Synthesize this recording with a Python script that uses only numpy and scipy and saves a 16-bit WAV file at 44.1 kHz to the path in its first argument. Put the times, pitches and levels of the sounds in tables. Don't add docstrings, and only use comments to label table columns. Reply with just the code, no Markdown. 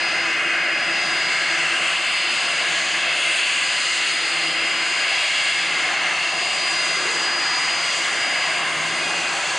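import sys
import numpy as np
from scipy import signal
from scipy.fft import rfft, irfft, next_fast_len
from scipy.io import wavfile
from scipy.ndimage import uniform_filter1d

SR = 44100
rng = np.random.default_rng(int(sys.argv[2]) if len(sys.argv) > 2 else 0)


def rack_gain(trim_db):
    fader = np.asarray(trim_db, float)
    return 10 ** (fader / 20)


def file_out(sig):
    cols = np.atleast_2d(sig).T
    lim = np.clip(cols, -1, 1)
    pcm = np.round(lim * 32767).astype(np.int16)
    wavfile.write(sys.argv[1], SR, pcm)


N = 422478

# pitch_hz, level_db (per Hz)
WASH_SPECTRUM = [(25, -32), (100, -13), (170, -12.5), (340, -7), (640, -12), (1000, -0.5), (1480, 3),
                 (2000, 2), (2700, 3), (4180, -2.5), (5000, -3), (9000, -14.5), (10400, -22), (11000, -42)]
# centre_s, half_width_s, lift_over_wash_db
GUSTS = [
    (1, .1, 3),
    (2.3, .1, 4),
    (3.15, .1, 4.5),
    (4.3, .15, 5),
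    (6.55, .12, 6),
    (8, .12, 11),
    (8.55, .1, 7),
    (9.2, 0.29, 7),
]
# time_s, once_a_turn_db, twice_a_turn_db
SHAFT_HUM = [(0, -55, -36.5), (.8, -57.5, -43.5), (1.7, -52, -40), (2.2, -56, -55), (3, -51, -44),
             (3.7, -60, -54), (4.5, -48.5, -40), (5.2, -63.5, -57.5), (6, -59.5, -54.5), (7, -55.5, -52.5),
             (7.7, -59, -61), (8.3, -55, -54), (9, -43.5, -51.5), (9.58, -54, -48)]
# multiple_of_blade_pitch, level_db
WEAK_TONES = [
    (.13686, -55),
    (.20529, -50),
    (.41058, -45),
    (1.18047, -60),
    (1.8999, -65),
    (2, -70),
]
# centre_s, half_width_s, peak_db
STATOR_BEAMS = [
    (.4, .35, -33),
    (1.6, .3, -44),
    (2.9, .15, -41),
    (4.05, .1, -39),
    (4.95, .3, -42),
    (7, .3, -41),
    (7.75, .2, -42),
    (9.15, .22, -33.5),
]
# time_s, pitch_hz
WHINE_PITCH = [(0, 4912), (1.5, 4907), (3, 4902), (4.5, 4897), (5.7, 4891), (6.9, 4884), (8, 4876),
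               (9.58, 4865)]
# time_s, level_db
WHINE_LEVEL = [(0.0, -31.9), (1.2, -29.6), (2.3, -30.9), (3.1, -28.0), (4.1, -31.7), (5.2, -32.8),
               (6.6, -26.5), (7.5, -25.1), (8.4, -27.2), (9.58, -37.1)]
# centre_s, half_width_s, depth_db
WHINE_FADES = [(0.426, 0.179, -13.4), (0.61, 0.254, -8.2), (1.465, 0.074, -10.0), (1.68, 0.082, -18.9),
               (1.896, 0.3, -12.1), (2.748, 0.163, -30.0), (2.984, 0.175, -11.8), (3.209, 0.107, -9.7),
               (3.432, 0.264, -30.0), (3.59, 0.038, -7.4), (3.967, 0.103, -4.7), (4.348, 0.042, -3.5),
               (5.317, 0.046, -4.1), (5.942, 0.3, -14.4), (6.157, 0.3, -23.9), (7.047, 0.203, -6.9),
               (7.773, 0.061, -3.0), (8.075, 0.239, -9.4), (8.749, 0.3, -26.8), (9.19, 0.042, -4.1),
               (9.35, 0.043, -5.0), (9.541, 0.3, -11.8)]
# pitch_hz, level_db (per Hz)
ENGINE_SPECTRUM = [(25, -42), (50, -49), (100, -15), (200, -17), (400, -9.5), (800, -0.5), (1300, -0.16),
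                   (2200, -1.5), (3300, -1.8), (4600, -3.5), (5600, -12.5), (7000, -10), (9000, -18.5),
                   (11000, -30)]
HANDOVER_HZ = [450, 1150, 1850, 2400, 3200, 5400, 6250, 9000]
# time_s, air_clearness, inlet_facing_us, ground_bounce (no units)
AIR_PATH = [(0.0, -1.7, -0.1, -1), (0.73, -2.5, 1.6, 0.2), (1.07, -0.9, -0.4, -0.5),
            (1.48, -0.8, 1.2, -4.5), (2.09, 0.04, 1.4, 1.5), (2.77, 0.9, -0.55, 0), (3.07, -0.3, 0.5, 2.5),
            (3.34, 0.94, 2.4, 0.7), (4.01, 2.04, 0.55, 1.2), (4.59, -0.3, 0.8, 1.5),
            (5.39, 1.36, 1.15, -0.5), (6.0, -1, 0.1, 0), (6.56, 0.86, -0.05, 1.19), (7.07, 0.9, -1.9, -1),
            (7.32, 0.05, -1.6, -0.7), (7.89, 1.35, -1, -1), (8.56, -0.6, -1.35, 3.4),
            (9.58, 0.37, -2.5, -0.5)]
PART_ANSWERS = [
    (-0.84, -0.97, 0.09),
    (-0.87, -0.91, 0.069),
    (-1.14, 0.078, -0.69),
    (-0.33, 1.16, -0.27),
    (0.47, 1.47, -0.19),
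    (1.06, 0.67, -0.4),
    (0.7, -1.7, -0.83),
    (2.5, -0.31, -0.29),
    (2, -0.49, 0.58),
]
# centre_s, half_width_s, centre_hz, change_db
RUSH_CHANGES = [(1.75, 0.13, 3000, -1.5), (6.1, 0.14, 2120, 1.5), (9.05, .15, 2100, -1.5),
                (3.7, .45, 7500, 1), (.1, 0.19, 1130, -5.5), (1.3, 0.16, 1170, 2), (1.5, .15, 3000, -3),
                (4.4, .15, 1500, 1), (6.35, .2, 2730, -0.5), (7.6, 0.13, 2150, 0), (7.9, 0.26, 1130, 2.5),
                (.58, 0.31, 3670, -6.5), (.9, 0.53, 1130, -4.5), (1.23, 0.2, 224, 10), (1.74, 0.42, 9000, 4),
                (1.79, 0.26, 3970, -5.5), (2.44, 0.74, 3280, 2.5), (3.3, 0.18, 10000, 5.5),
                (3.41, .12, 2580, -3), (3.69, 0.13, 570, -2), (4.57, 0.26, 700, 4.5), (5.18, .2, 220, -12),
                (6.4, .4, 764, 3.5), (7.08, .2, 400, 8.5), (7.4, 0.36, 8100, -2.5), (8.35, 0.24, 2100, 4),
                (9.38, 0.092, 1620, 1), (9.45, 0.4, 400, 2.5)]
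# centre_hz, width_hz, change_db
HOUSING = [(162, 29, 8.2), (248, 56, 4.0), (339, 52, 7.2), (464, 36, -3.0), (544, 29, -2.1), (594, 31, 2.0),
           (702, 52, 2.4), (899, 124, -7.9), (1653, 203, 5.5), (2111, 300, 8.3), (2736, 327, 8.2),
           (3130, 123, 1.8), (3672, 184, -5.7), (3998, 264, -3.0), (4062, 91, -4.3), (4260, 229, 2.7),
           (5058, 113, 2.2), (5363, 319, -4.7), (5830, 116, -6.0), (5973, 250, 3.0), (6249, 228, -5.4),
           (6545, 554, 3.5), (7033, 117, -2.8), (7704, 178, 3.1), (8000, 289, -3.0), (8352, 328, 4.6),
           (8844, 248, 3.2), (9947, 361, 1.5), (10142, 173, -2.6), (10569, 100, -2.0)]
# pitch_hz, left_minus_right_db
PORTS = [(100, -0.5), (850, 0), (1500, 1.44), (2350, -0.1), (2650, 1.8), (3050, .5), (3600, 2),
         (4000, -1.5), (4800, 2.5), (5550, -3), (6150, -2), (6400, 0.5), (8000, -0.4), (11000, 2.5)]

ENGINE_DB, WASH_DB = -21.5, -41.5
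GUST_TOP_HZ = 450
SHAFT_SHARE = .034215
STATOR_HZ, STATOR_SINK_HZ_PER_S, STATOR_FLOOR_DB = 2516, 1.2, -49
FAR_ENGINE_FROM_S, FAR_ENGINE_LOWER_HZ = 6, 17
SWELL_DEPTH = 1.07
CHANGE_OCTAVES = 0.34


def along(table, x):
    first, *columns = np.transpose(table)
    return [np.interp(x, first, column) for column in columns]


def colour(table, hz):
    table = np.array(table, float)
    return np.interp(np.log(hz + 1), np.log(table[:, 0]), table[:, 1])


def level(x, db):
    return x * rack_gain(db) / np.sqrt(np.mean(x ** 2))


def bell(s, centre_s, half_width_s):
    return np.exp(-((s - centre_s) / half_width_s) ** 2)


def patches(shape, bins, frames):
    field = rng.standard_normal(shape)
    for _ in range(2):
        field = uniform_filter1d(field, max(int(bins), 1), axis=0)
        field = uniform_filter1d(field, max(int(frames), 1), axis=1)
    return field / field.std()


def drift(rate):
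    coarse = patches((1, N // 100 + 2), 1, SR / 100 / rate)[0]
    return np.interp(np.arange(N) / 100, np.arange(len(coarse)), coarse)


def shaped_noise(db_of):
    hz, s, spectrum = signal.stft(rng.standard_normal(N), SR, nperseg=1024)
    shaped = spectrum * rack_gain(db_of(hz[:, None], s))
    return signal.istft(shaped, SR, nperseg=1024)[1][:N]


def causal(x, db):
    cepstrum = irfft(db * np.log(10) / 20)
    half = len(cepstrum) // 2
    cepstrum[1:half] *= 2
    cepstrum[half + 1:] = 0
    response = irfft(np.exp(rfft(cepstrum)))
    return signal.fftconvolve(x, response)[:N]


def tone(hz, db, waver_hz):
    cycles = np.cumsum(hz + waver_hz * drift(17.6)) / SR
    return np.sqrt(2) * rack_gain(db) * np.sin(2 * np.pi * (cycles + rng.random()))


def wash():
    def db_of(hz, s):
        gust_db = sum(db * bell(s, at_s, half_s) for at_s, half_s, db in GUSTS)
        bass_lift_db = gust_db / (1 + (hz / GUST_TOP_HZ) ** 4)
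        patch_db = 2.8 * patches((len(hz), len(s)), 3, 3)
        return colour(WASH_SPECTRUM, hz) + patch_db + bass_lift_db
    return level(shaped_noise(db_of), WASH_DB)


def shaft_hum(blade_hz, s):
    out = np.zeros(N)
    for turns, db in enumerate(along(SHAFT_HUM, s), 1):
        unsteady_db = db - 4 + 6 * np.tanh(drift(40))
        out += tone(turns * SHAFT_SHARE * blade_hz, unsteady_db, 4)
    return out


def weak_tones(blade_hz):
    out = np.zeros(N)
    for multiple, db in WEAK_TONES:
        out += tone(multiple * blade_hz, db + 3 * drift(2.4), 1.0 * multiple)
    return out


def stator_tone(s):
    hz = STATOR_HZ - STATOR_SINK_HZ_PER_S * s
    hz = hz - FAR_ENGINE_LOWER_HZ * (s > FAR_ENGINE_FROM_S)
    swells = sum(rack_gain(db) * bell(s, at_s, half_s) for at_s, half_s, db in STATOR_BEAMS)
    beam_db = 20 * np.log10(rack_gain(STATOR_FLOOR_DB) + swells)
    return tone(hz, beam_db + 1.9 * drift(18), 2.43)


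def blade_whine(blade_hz, s):
    db, = along(WHINE_LEVEL, s)
    for at_s, half_s, depth_db in WHINE_FADES:
        off = ((s - at_s) / half_s) ** 2
        db = db + 10 * np.log10((off + rack_gain(depth_db) ** 2) / (off + 1))
    return tone(blade_hz, db + 1.1 * drift(50) + .8 * drift(28), 1.0)


def tones():
    s = np.arange(N) / SR
    blade_hz, = along(WHINE_PITCH, s)
    return shaft_hum(blade_hz, s) + weak_tones(blade_hz) + stator_tone(s) + blade_whine(blade_hz, s)


def rush_changes(hz, s):
    at_s, half_s, centre_hz, db = np.transpose(RUSH_CHANGES)
    in_pitch = np.exp(-(np.log2((hz + 1) / centre_hz) / CHANGE_OCTAVES) ** 2)
    return db * in_pitch @ bell(s, at_s[:, None], half_s[:, None])


def rush():
    def db_of(hz, s):
        above = [1 / (1 + (edge_hz / (hz + 1)) ** 24) for edge_hz in HANDOVER_HZ]
        shares = -np.diff([1 + 0 * hz, *above, 0 * hz], axis=0)
        parts_db = SWELL_DEPTH * np.array(PART_ANSWERS) @ along(AIR_PATH, s)
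        swell_db = sum(share * db for share, db in zip(shares, parts_db))
        slow_db = 1.43 * patches(swell_db.shape, 3, 25)
        treble = np.clip(hz / 8000, 0, 1) ** 0.5
        flutter_db = 0.88 * treble * patches(swell_db.shape, 84, 4)
        return colour(ENGINE_SPECTRUM, hz) + swell_db + rush_changes(hz, s) + slow_db + flutter_db
    return shaped_noise(db_of)


def housing_gain(hz):
    return sum(db / (1 + abs(2 * (hz - centre_hz) / width_hz) ** 2.5) for centre_hz, width_hz, db in HOUSING)


def scene():
    hz = np.arange(4097) * SR / 8192
    jet = level(causal(rush(), housing_gain(hz)), ENGINE_DB) + tones()
    lean_db, = along(PORTS, hz)
    wide = wash()
    left = causal(jet, lean_db / 2) + wide
    right = causal(jet, -lean_db / 2) - wide
    return np.array([left, right])


def low_pass(x):
    return signal.sosfilt(signal.butter(12, 11110, fs=SR, output="sos"), x)


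def record(dry):
    power = uniform_filter1d(uniform_filter1d(np.mean(dry ** 2, axis=0), 120), 120)
    held = dry * (power / power.mean()) ** -.08
    rounded = np.tanh(2.196 * held) / 2.11
    size = next_fast_len(N)
    hz = np.arange(size // 2 + 1) * SR / size
    bass_cut = hz ** 2 / (hz ** 2 + 28 ** 2)
    top_cut = hz < 11015
    mix = irfft(rfft(rounded, size) * bass_cut * top_cut, size)[:, :N]
    return low_pass(mix)


dry = scene()
out = record(dry)
file_out(out)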